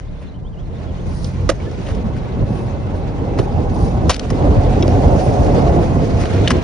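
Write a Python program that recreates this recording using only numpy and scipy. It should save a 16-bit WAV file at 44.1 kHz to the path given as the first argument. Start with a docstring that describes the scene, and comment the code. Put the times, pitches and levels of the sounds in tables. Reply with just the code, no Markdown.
"""An axe splits wood rounds in an open field, close to a two-port microphone: bursts of fibre snaps
drive the modes of the wood, with body thumps, tears, knocks, dry tocks and squeaks around them.
Some way off a heavy vehicle revs up and rumbles past: bands of noise, engine orders and a gear whine.
Cloth swishes as shaped noise, a small bird warbles in gliding sines; air hiss and a field murmur lie behind.
"""
import sys
import numpy as np
from scipy import signal
from scipy.io import wavfile

SR = 44100
rng = np.random.default_rng(int(sys.argv[2]) if len(sys.argv) > 2 else 0)


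def boost_factor(decibels):
    """Convert a level in decibels to a linear amplitude factor."""
    exponent = np.asarray(decibels, float) / 20
    return 10 ** exponent


def digitize_waveform(pressure):
    """Quantize a signal to 16-bit integers and store it at the path in sys.argv[1].

    Rows of a 2-D input are taken as channels; values are limited to [-1, 1].
    """
    field = np.atleast_2d(pressure).T
    bounded = np.clip(field, -1, 1)
    quanta = np.round(bounded * 32767).astype(np.int16)
    wavfile.write(sys.argv[1], SR, quanta)


N = 292734
SIDES = np.array([[1], [-1]])   # left, right
SNAP_FROM_HZ = 4200   # sharp snaps of the wood and fine hiss of the air lie above this

# likeness of the two ports in air hiss and cloth, held within -1 to 1: (frequency [Hz], likeness)
AIR_LIKENESS = [(1000, 0.59), (3300, -0.1), (5500, 0.55), (6600, 0.19), (7200, -1.8), (8200, -1.51),
                (9000, 0.25)]
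# nearly centred balance of the diffuse sounds: (frequency [Hz], left over right [dB])
CENTRED = [(30, 0.04), (9000, 0.025)]


def rms_one(x):
    """Scale to unit rms."""
    return x / np.sqrt(np.mean(x ** 2) + 1e-20)


def in_time(rows):
    """Each column of a curve table, sample by sample."""
    s, *columns = np.transpose(rows)
    return [np.interp(np.arange(N) / SR, s, c) for c in columns]


def at_hz(points, hz):
    """Read a spectrum on a log-frequency axis."""
    return np.interp(np.log(hz), np.log(np.array(points)[:, 0]), np.array(points)[:, 1])


def drift(rate):
    """Slow random wander of unit rms: twice-smoothed noise on every 40th sample, joined by lines."""
    r = np.exp(-80 * np.pi * rate / SR)
    white = rng.standard_normal(N // 40 + 2002)
    slow = signal.lfilter([1], [1, -2 * r, r * r], white)[2000:]
    return np.interp(np.arange(N) / 40, np.arange(len(slow)), rms_one(slow))


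def ring(drive, hz, t60):
    """A damped resonance: a unit click sets a sine of height 1 ringing."""
    r, w = boost_factor(-60 / (t60 * SR)), 2 * np.pi * hz / SR
    return signal.lfilter([0, np.sin(w)], [1, -2 * r * np.cos(w), r * r], drive + 1e-18)


def turbulence(colour, splits_hz, likeness, balance, patchy_db, flicker_per_s, edges):
    """Bands of flickering stereo noise, summed between the splits, each part rms 1."""
    parts = np.zeros((len(splits_hz) + 1, 2, N))
    together = drift(flicker_per_s)
    white = rng.standard_normal((2, 2, N))      # neighbouring bands get unrelated noise
    for k, (low, high) in enumerate(zip(edges, edges[1:])):
        band = signal.butter(2, [low, high], "band", fs=SR, output="sos")
        mid, side = signal.sosfilt(band, white[k % 2])
        hz = np.sqrt(low * high)
        alike = np.clip(at_hz(likeness, hz), -1, 1)
        pair = np.sqrt(1 + alike) * mid + np.sqrt(1 - alike) * side * SIDES
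        flicker_db = patchy_db * (0.89 * together + drift(flicker_per_s))
        gain = boost_factor(at_hz(colour, hz) + flicker_db)
        parts[np.searchsorted(splits_hz, hz)] += gain * pair * boost_factor(at_hz(balance, hz) / 2 * SIDES)
    return [rms_one(p) for p in parts]


def harmonics(curve, orders, waver_db):
    """Sines on multiples of a moving rate, each wavering in level."""
    hz, db = in_time(curve)
    turns = np.cumsum(hz * (1 + .004 * drift(8.0))) / SR      # the speed hunts a little
    stack = np.zeros(N)
    for k, order_db in orders:
        level = boost_factor(order_db + waver_db * drift(20.5))
        stack += level * np.sin(2 * np.pi * (k * turns + rng.random()))
    return np.sqrt(2) * boost_factor(db) * stack


def glides(notes):
    """Near-sine notes that leave their first pitch slowly, with soft edges and a fluttering level."""
    out, t = np.zeros(N), np.arange(N) / SR
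    flutter = boost_factor(2.2 * drift(80))
    wobble_hz = 30 * drift(150)   # the pitch is not steady
    for s, length_s, from_hz, to_hz, db in notes:
        done = np.clip((t - s) / length_s, 0, 1)
        hz = from_hz + (to_hz - from_hz) * done ** 1.6 + wobble_hz
        envelope = np.abs(np.sin(np.pi * done)) ** .5 * (done < 1)
        out += np.sqrt(2) * boost_factor(db) * envelope * np.sin(2 * np.pi * np.cumsum(hz) / SR)
    return out * flutter * boost_factor(.6 * SIDES)


def contacts():
    """Every crack: each heavy blow, three tears that weaken on average, then the single knocks."""
    # heavy blows: (time [s], level [dB], thud [dB rel], snap [dB rel], favoured ring [Hz],
    # fading of the tears [dB/s], favoured thud [Hz])
    blows = [(1.491, -6.5, 9, -3, 1649, 500, 564), (3.3872, -17, 6, -8, 1377, 303, 865),
             (4.095, -4, 3, -1, 4460, 295, 1060), (6.505, -5, 1, -7.5, 1805, 498, 985)]
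    # single knocks, scuffs and splinter ticks: (time [s], level [dB], thud [dB rel], snap [dB rel],
    # favoured ring [Hz], t60 [s], held to 6-70 ms when played)
    knocks = [(0.1472, -58, 29, -17, 1970, 0.0056), (0.2149, -40.5, 7.5, -6, 2170, 0.084),
              (1.2444, -48.5, 6, 28, 4500, 0.01), (1.514, -30, 18, -19, 2400, 0.028),
              (1.601, -33, -15, -12, 2250, .012), (1.712, -38, 0, 3, 1400, .011),
              (1.8144, -33.5, 6, -1, 1535, 0.01), (1.8663, -27, -9, -12, 2610, 0.05),
              (1.8863, -27, 3.5, -8, 1630, 0.078), (1.9494, -37.5, 12, 5, 5300, 0.015),
              (1.97, -40, -4, -6, 3000, 0.046), (2.165, -33, -5, -8, 2050, 0.043),
              (2.4236, -43, 25, -22, 2028, 0.01185), (3.3756, -29, -9, -13, 1659, 0.07),
              (4.101, -21, 16, -16, 2080, 0.047), (4.114, -23.5, -10, 7, 4500, 0.007),
              (4.122, -25.5, 0, -1, 3000, 0.037), (4.131, -22, 2, 0, 3720, 0.018),
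              (4.143, -22.5, -16, 7, 4300, 0.014), (4.156, -28.5, -13, -5, 3500, 0.02),
              (4.1627, -27, -12, 5, 3400, 0.012), (4.195, -19.5, -16, 2.5, 3960, 0.0084),
              (4.211, -43, 26, -13, 1600, 0.011), (4.2493, -38.5, 22, -4, 1750, 0.034),
              (4.302, -21, 7, 0.5, 1560, 0.02), (4.4223, -27, -4, -27, 2160, 0.01),
              (4.828, -39, -3, 4, 1599, 0.028), (4.8787, -26, 23, 7, 2630, 0.0057),
              (6.206, -24.5, -1, -3, 2010, 0.077), (6.236, -18, 4, -17, 1700, 0.0091),
              (6.2552, -17.5, 1, -15, 2280, 0.0042), (6.332, -29, 0, -6, 2300, .07),
              (6.361, -24, 5, -12, 2000, .02), (6.478, -10, -11, -2.5, 3280, 0.013),
              (6.483, -23, -5, -19, 2830, 0.069), (6.501, -22, -10, 3, 3500, 0.016)]
    crack_s, tear_s, first_loss_db, knock_thud_hz = 0.026, 0.019, 10, 700
    rows = []
    for s, level_db, thud_db, snap_db, ring_hz, fade_db, thud_hz in blows:
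        rows.append((s, level_db, thud_db, snap_db, ring_hz, crack_s, thud_hz))
        for after in .0095 * np.arange(1, 4):
            tear_db = level_db - first_loss_db - fade_db * after + 3.1 * rng.standard_normal()
            tear_thud_db, tear_snap_db = thud_db - 3.5 - 76.0 * after, snap_db - 53.0 * after
            rows.append((s + after, tear_db, tear_thud_db, tear_snap_db, ring_hz, tear_s, thud_hz))
    rows += [(*row, knock_thud_hz) for row in knocks]
    # a side for each: a little to the left on average, scattered (left over right, dB)
    return [(*row, 1 + 4 * rng.standard_normal()) for row in rows]


def wood():
    """Each contact is a dying burst of fibre snaps that drives the modes of the wood."""
    # modes of the wood: (frequency [Hz], level [dB], t60 [s])
    modes = [(300, -14, .025), (390, -13, .02), (470, -8, .018), (545, -2, .032), (660, -2, .018),
             (770, -5, .014), (900, -6, .012), (1050, -2, .013), (1250, -9, .009), (1420, -6, .008),
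             (1620, -8, .007), (1950, 0, .009), (2300, -2, .006), (2640, -3, .006), (2930, 0, .008),
             (3350, -2, .005), (3750, -3, .005), (4100, -3, .004), (4600, -2, .004), (5000, -2, .004),
             (5450, 2, .004), (6000, -1, .003), (6500, -3, .003), (7300, -8, .004), (8000, -9, .004),
             (8700, -10, .004), (9400, -9, .004)]
    thud_top_hz = 1300
    no_bass = signal.butter(2, thud_top_hz, "high", fs=SR, output="sos")
    out, size = np.zeros((2, N)), SR // 5
    t = np.arange(size) / SR
    for s, level_db, thud_db, snap_db, ring_hz, t60, thud_hz, pan_db in contacts():
        tearing_s = np.clip(t60, .006, .07)
        snaps = (rng.random(size) < 9000 / SR) * boost_factor(6.6 * np.minimum(rng.exponential(1, size), 3))
        snaps = snaps * rng.choice([-1, 1], size)
        snaps[20] = 8.9      # the first contact is one hard click
        drive = snaps * boost_factor(-60 * (t / tearing_s) ** 2.76)
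        # the mass of the round answers to a softer contact
        push = signal.lfilter([.1], [1, -.9], drive * boost_factor(-60 * t / 0.035))
        strengths_db = rng.normal(0, 1.5, (len(modes), 2))
        groups = np.zeros((3, 2, size))      # thud, ring, snap
        for (hz, db, mode_t60), chance_db in zip(modes, strengths_db):
            push = -push      # neighbouring low modes swing in opposite phase
            group = 0 if hz < thud_top_hz else 2 if hz > SNAP_FROM_HZ else 1
            # the spot struck favours one ring, most in a short knock, and one low note
            favour_db = (17 if t60 < .018 else 10) * np.exp(-(np.log2(hz / ring_hz) / .45) ** 2)
            favour_db += 7 * np.exp(-(np.log2(hz / thud_hz) / .5) ** 2)
            note = ring(drive if group else push, hz, mode_t60)
            groups[group] += boost_factor(db + favour_db) * boost_factor(chance_db)[:, None] * note
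        groups[1:] = signal.sosfilt(no_bass, groups[1:])   # small modes radiate no bass
        # energy follows the length of the tearing
        energy = (groups ** 2).sum(axis=(1, 2))
        height = np.sqrt(energy / (tearing_s + 0.0081) / SR * 12)
        blow = np.tensordot(boost_factor([thud_db, 0, snap_db]) / height, groups, 1)
        at = round(s * SR)
        out[:, at:at + size] += (boost_factor(level_db - 2.5 + pan_db / 2 * SIDES) * blow)[:, :N - at]
    return out


def thumps():
    """Under the heavy blows a soft push sets two close body notes of the round ringing."""
    # body notes: (time [s], level [dB], frequency [Hz], t60 [s])
    body = [(1.499, -20, 290, .09), (3.391, -14, 400, .04), (4.097, -10, 500, .025),
            (4.0995, -4, 320, .022), (6.4965, -6, 175, .05), (6.508, -11, 620, .025), (6.514, -9, 240, .04)]
    upper_ratio, upper_db, contact_s = 1.1, -3.5, 0.0013
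    out, width = np.zeros(N), round(contact_s * SR)
    for s, db, hz, t60 in body:
        push = np.zeros(N)
        push[round(s * SR):][:width] = boost_factor(db) * np.hanning(width) / width * 2
        out += ring(push, hz, t60) - boost_factor(upper_db) * ring(push, hz * upper_ratio, t60)
    return out


def tocks(modes, hits):
    """Four quick touches set the modes of a loose dry piece ringing."""
    drive = np.zeros(N)
    for s, db, contact_s in hits:
        touches_s = s + contact_s * np.array([0, .35, .7, 1]) * rng.uniform(.85, 1.15, 4)
        heights = boost_factor(db - 6 + rng.normal(0, 1.5, 4)) * [1, .3, -.3, .2]
        drive[(touches_s * SR).astype(int)] = heights
    rings = np.zeros(N)
    for k, (hz, db, t60) in enumerate(modes):
        rings += (-1) ** k * boost_factor(db) * ring(drive, hz, t60)
    band = signal.butter(3, [1750, 6000], "band", fs=SR, output="sos")
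    return signal.sosfilt(band, rings) * boost_factor(.5 * SIDES)


def billet():
    """A dry billet gives a pitched tock."""
    # its modes: (frequency [Hz], level [dB], t60 [s])
    billet_modes = [(1950, 1, .016), (2280, -4, .01), (2930, 1, .014), (3680, -6, .02), (4020, -11, .014),
                    (4700, -14, .008), (5520, -19, .01)]
    # its tocks: (time [s], level [dB], nominal contact [s])
    billet_hits = [(6.4751, -0.15, 0.001945)]
    return tocks(billet_modes, billet_hits)


def splinter():
    """A thin splinter gives a brighter tock."""
    # its modes: (frequency [Hz], level [dB], t60 [s])
    splinter_modes = [(2280, -7, 0.026), (2700, -6.5, 0.023), (3330, -0.5, 0.017), (3800, -3, 0.017),
                      (5360, 2.5, 0.01), (6160, -2, .012), (6400, -7, .014)]
    # its tocks: (time [s], level [dB], nominal contact [s])
    splinter_hits = [(4.825, -11.5, 0.0044)]
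    return tocks(splinter_modes, splinter_hits)


def squeaks():
    """Short falling squeaks as the blade works loose in the wood."""
    # squeaks: (start [s], length [s], from [Hz], to [Hz], level [dB])
    squeak_notes = [(1.599, 0.012, 2300, 2230, -43), (1.66, 0.029, 1755, 1690, -44)]
    return glides(squeak_notes)


def echoes(x):
    """Two dull returns from the wood pile and the ground, with the sides swapped."""
    dull = signal.lfilter([.4], [1, -.6], x)
    out = np.zeros_like(x)
    for lag_s, db in [(.0045, -42), (.012, -29)]:
        lag = round(lag_s * SR)
        out[:, lag:] += boost_factor(db) * dull[::-1, :-lag]
    return out


def ports(x):
    """The right port turns the phase through a full cycle around 7.8 kHz, opposing the left there."""
    band = signal.lfilter(*signal.iirpeak(7800, 2.6, fs=SR), x[1])
    return np.array([x[0], x[1] - 2 * band])


def road_levels():
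    """Gains of rumble, roar, tyre rush and its top: the pass, the booms and chance lumps."""
    # the vehicle nears and passes: (time [s], rumble [dB], roar [dB], tyre rush [dB])
    passing = [(0.0, -43, -45.5, -45.5), (0.4, -30.5, -41.5, -46), (0.65, -32.5, -40.5, -42.5),
               (0.87, -26, -35, -38), (1.3, -23.5, -36, -40), (1.7, -24.5, -31.5, -37.5),
               (2.1, -21.5, -29, -34), (2.5, -19.5, -27, -33.5), (2.95, -21.5, -28.5, -33),
               (3.4, -20.5, -24.5, -28.5), (3.9, -17, -24.5, -28), (4.45, -14.5, -16.5, -21),
               (4.75, -15.5, -17.5, -22), (5.1, -12.5, -15, -17.5), (5.75, -12.5, -18, -20.5),
               (5.95, -14.5, -22.5, -27), (6.4, -15.5, -18.5, -27), (6.64, -16.5, -23, -27.5)]
    # top of the tyre rush: (time [s], level [dB])
    rush_top = [(0.0, -53), (0.63, -50), (1.0, -45), (1.79, -42.5), (1.98, -40.5), (3.27, -41.5),
                (3.9, -35.5), (4.31, -31.5), (4.59, -33), (5.42, -34.5), (5.67, -29), (5.88, -34),
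                (6.32, -35), (6.64, -32.5)]
    # booms: (middle [s], half length [s], rumble rise [dB], roar rise [dB]), negative = fall
    booms = [(2.05, 0.023, 8.5, -2), (2.429, 0.027, 7.5, 6.5), (3.399, 0.0097, 15.5, 15.5),
             (3.559, 0.04, 4.5, -1), (3.711, 0.018, 6, 4), (4.053, 0.036, 5.5, 5.5), (4.319, 0.015, 9.5, 8),
             (4.501, 0.019, 11, 4.5), (4.582, 0.018, 11.5, -3), (4.844, 0.028, -6, 2.5),
             (5.067, 0.024, 6.5, 1.5), (6.057, 0.037, 0, 2.5), (6.501, 0.043, 0, 1.5)]
    rumble_db, roar_db, rush_db = in_time(passing)
    t, lumps_db = np.arange(N) / SR, 1.3 * drift(7.0)
    for s, half, rumble_rise_db, roar_rise_db in booms:
        swell = np.exp(-((t - s) / half) ** 2)
        rumble_db = rumble_db + rumble_rise_db * swell
        roar_db = roar_db + roar_rise_db * swell
    return boost_factor([rumble_db + lumps_db, roar_db + 1.05 * lumps_db, rush_db, in_time(rush_top)[0]])


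def road():
    """Lumpy road noise in four bands, with a hollow band of narrow noise on a moving centre."""
    # spectrum: (frequency [Hz], density [dB per Hz])
    road_colour = [(25, -16), (53, -1.5), (103, 0.0), (177, -9), (235, -7), (318, -12.5), (600, -12),
                   (790, -18), (1030, -18.5), (1250, -38), (1900, -44)]
    # likeness of the two ports: (frequency [Hz], likeness)
    road_likeness = [(60, 0.87), (140, 0.67), (330, 1), (600, 0.46), (900, 0.72), (1860, 0.3)]
    # balance: (frequency [Hz], left over right [dB])
    road_balance = [(60, -0.5), (140, -2), (330, -3), (790, -3.5), (1860, 6.5), (4400, -7.5), (10400, 1.5)]
    # borders of rumble, roar, tyre rush and its top: frequency [Hz]
    road_splits = [210, 500, 860]
    # hollow band: (time [s], centre [Hz], level relative to the tyre rush [dB])
    hollow_curve = [(0, 725.3, -26), (2.0, 753, -12.5), (3.8, 795.6, -3.5), (4.3, 710.6, -8.5),
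                    (5.2, 739, -8.5), (5.6, 699, -3), (6.2, 685, -5.5), (6.64, 666, -6)]
    levels = road_levels()
    parts = turbulence(road_colour, road_splits, road_likeness, road_balance,
                       1.37, 9.4, np.geomspace(27, 1900, 17))
    centre_hz, hollow_db = in_time(hollow_curve)
    turn = 2 * np.pi * np.cumsum(centre_hz) / SR
    hollow = boost_factor(hollow_db) * (drift(43.0) * np.cos(turn) + drift(38.0) * np.sin(turn))
    out = sum(g * p for g, p in zip(levels, parts)) + levels[2] * hollow * boost_factor([[-2.5], [1.5]])
    out[0] = np.roll(out[0], round(.00025 * SR))   # it reaches the left port a little late
    return out


def engine():
    """Low engine orders: sines on multiples of the firing rate."""
    # firing: (time [s], rate [Hz], level [dB])
    firing = [(0, 37.51, -33), (.6, 37.13, -39.5), (1.05, 42.57, -30), (1.5, 44.67, -25), (1.7, 43.8, -43),
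              (2.05, 40.57, -38), (3.3, 41.2, -29.5), (4.05, 40.15, -27.5), (4.7, 43.96, -19),
              (5.3, 43.36, -24.5), (5.9, 41.97, -33), (6.64, 41.1, -28)]
    # orders: (multiple, level [dB])
    firing_orders = [(1, -1.5), (2, 0), (3, -4), (4, -8)]
    return harmonics(firing, firing_orders, waver_db=0.5)


def gear_whine():
    """A thin whine from the left: sines on multiples of the gear mesh rate."""
    # mesh: (time [s], rate [Hz], level [dB])
    mesh = [(0, 148, -55), (.7, 148, -56), (.94, 173, -50), (1.6, 178, -50), (1.9, 185.5, -47),
            (2.3, 186.5, -43), (3.2, 186.3, -47), (4.1, 186, -43), (5.1, 184, -42), (5.6, 180, -42),
            (6.64, 178, -43)]
    # orders: (multiple, level [dB])
    mesh_orders = [(1, 3), (2, -1), (3, 0), (4, -8), (5, -8), (6, -13), (7, -16), (8, -15), (9, -21),
                   (11, -16), (12, -23), (14, -17)]
    return harmonics(mesh, mesh_orders, waver_db=4.5) * boost_factor([[3], [-5]])


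def dips():
    """Brief level changes set just after three blows: a fast change, a hold and a slower return."""
    # dips: (time [s], depth [dB], hold [s]), negative depth = a rise
    dip_rows = [(1.5, 1.5, 0.12), (3.45, -1.5, 0.043), (4.108, 11, 0.14)]
    fall_s, return_s = 0.0038, 0.18
    t, depth_db = np.arange(N) / SR, np.zeros(N)
    for s, db, low_s in dip_rows:
        depth_db += db * np.interp(t - s, np.cumsum([0, fall_s, low_s, return_s]), [0, 1, 1, 0])
    return boost_factor(-depth_db)


def vehicle():
    """The heavy vehicle some way off: road noise, engine and whine share the brief level dips."""
    return (road() + engine() + gear_whine()) * dips()


def cloth():
    """Swishes of cloth and of hands on the handle: noise under smooth swells."""
    # swishes: (middle [s], half length [s], level [dB])
    swishes = [(0.222, 0.072, -66), (0.768, 0.038, -61), (1.144, 0.08, -48), (1.25, 0.044, -44.5),
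               (1.89, 0.085, -56), (2.568, 0.11, -51), (2.99, 0.045, -56.5), (3.418, 0.03, -46.5),
               (3.825, 0.094, -45), (4.1, 0.014, -32), (5.24, 0.1, -46), (5.444, 0.032, -43.5),
               (5.657, 0.055, -69), (6.22, 0.043, -48)]
    # spectrum: (frequency [Hz], density [dB per Hz])
    cloth_colour = [(2500, -11.5), (4900, 4), (6500, -1), (7600, -42), (9200, 9.5), (10200, -17.5)]
    t = np.arange(N) / SR
    sweep = sum(boost_factor(db) * np.exp(-((t - s) / half) ** 2) for s, half, db in swishes)
    noise, = turbulence(cloth_colour, [], AIR_LIKENESS, CENTRED, 2.2, 40.0, np.geomspace(2200, 10200, 12))
    return sweep * noise


def bird():
    """A small bird's gliding notes, blurred by returns from the trees with the sides swapped."""
    # notes: (start [s], length [s], from [Hz], to [Hz], level [dB])
    bird_notes = [(.066, .032, 3350, 4000, -58), (.172, .028, 3350, 3750, -56),
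                  (.265, .022, 3600, 3300, -56), (.274, .032, 4150, 3750, -56),
                  (.338, .028, 2950, 3300, -54), (.366, .012, 3150, 2800, -59),
                  (.445, .042, 3000, 3750, -55.5), (.528, .022, 3200, 2700, -58),
                  (.568, .04, 2800, 3600, -54), (.61, .038, 3400, 2500, -60), (.65, .025, 4250, 3950, -61),
                  (.735, .02, 3800, 3100, -60), (.755, .025, 3700, 3480, -57),
                  (.875, .048, 3460, 2700, -54.5), (.975, .035, 2900, 3700, -53)]
    # returns from the trees: (lag [s], level [dB])
    tree_returns = [(.009, -15), (.02, -18)]
    song = glides(bird_notes)
    returns = sum(boost_factor(db) * np.roll(song[::-1], round(lag_s * SR), axis=1) for lag_s, db in tree_returns)
    return song + returns


def air_hiss():
    """Air and grass hiss: flickering noise in two parts, each following its own level."""
    # levels: (time [s], hiss 1.3-4 kHz [dB], fine hiss above [dB])
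    hiss_levels = [(0.0, -56, -62), (0.25, -48.5, -63), (0.45, -61, -68.5), (0.8, -47.5, -57.5),
                   (1.25, -46.5, -51.5), (1.8, -44.5, -52), (2.3, -45, -55), (3.3, -45, -54.5),
                   (3.7, -44.5, -50.5), (4.68, -38, -45), (5.3, -37.5, -42), (5.64, -37, -42.5),
                   (6.08, -38.5, -44.5), (6.34, -34, -41.5), (6.64, -35, -45)]
    # spectrum: (frequency [Hz], density [dB per Hz])
    hiss_colour = [(740, -31), (1250, 0), (1670, -2.5), (2080, -2.5), (2460, -4.5), (6070, -12),
                   (7050, -11.5), (9260, -27.5), (9680, -15.5), (10200, -43), (13300, -73), (22000, -120)]
    hiss_db, fine_db = in_time(hiss_levels)
    hiss, fine = turbulence(hiss_colour, [SNAP_FROM_HZ], AIR_LIKENESS, CENTRED,
                            1.62, 22.0, np.geomspace(1250, 10200, 16))
    return boost_factor(hiss_db) * hiss + boost_factor(fine_db) * fine


def field_murmur():
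    """Diffuse murmur of the field from all sides: noise almost unrelated between the ports."""
    # spectrum: (frequency [Hz], density [dB per Hz])
    field_colour = [(15, -29), (25, 5), (43, 8), (54, -29), (141, -0.5), (1490, -72.5), (3080, -58.5),
                    (3670, -68.5), (10000, -90.5), (13000, -101), (22000, -120)]
    unrelated = [(30, 0.42), (60, 0.16), (300, .05), (9000, .05)]   # (frequency [Hz], likeness)
    murmur, = turbulence(field_colour, [], unrelated, CENTRED, 1.0, 8.2, np.geomspace(22, 10000, 15))
    return boost_factor(-28) * murmur


def scene():
    """Everything heard at the microphone; wood and bird share the echoes and the port phase."""
    close = wood() + thumps() + billet() + splinter() + squeaks() + bird()
    return ports(close + echoes(close)) + vehicle() + cloth() + air_hiss() + field_murmur()


def band_limit(x):
    """A steep low-pass at the top of the band."""
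    return signal.sosfilt(signal.butter(12, 10980, fs=SR, output="sos"), x)


def record(dry):
    """The microphone's deepest bass is lost, peaks are rounded and the top is cut."""
    thin = signal.sosfilt(signal.butter(4, 31, "high", fs=SR, output="sos"), dry)
    rounded = .98 * np.tanh(thin / .98)
    cut = signal.sosfilt(signal.cheby2(12, 60, 11200, fs=SR, output="sos"), rounded)
    return band_limit(cut)


dry = scene()
out = record(dry)
digitize_waveform(out)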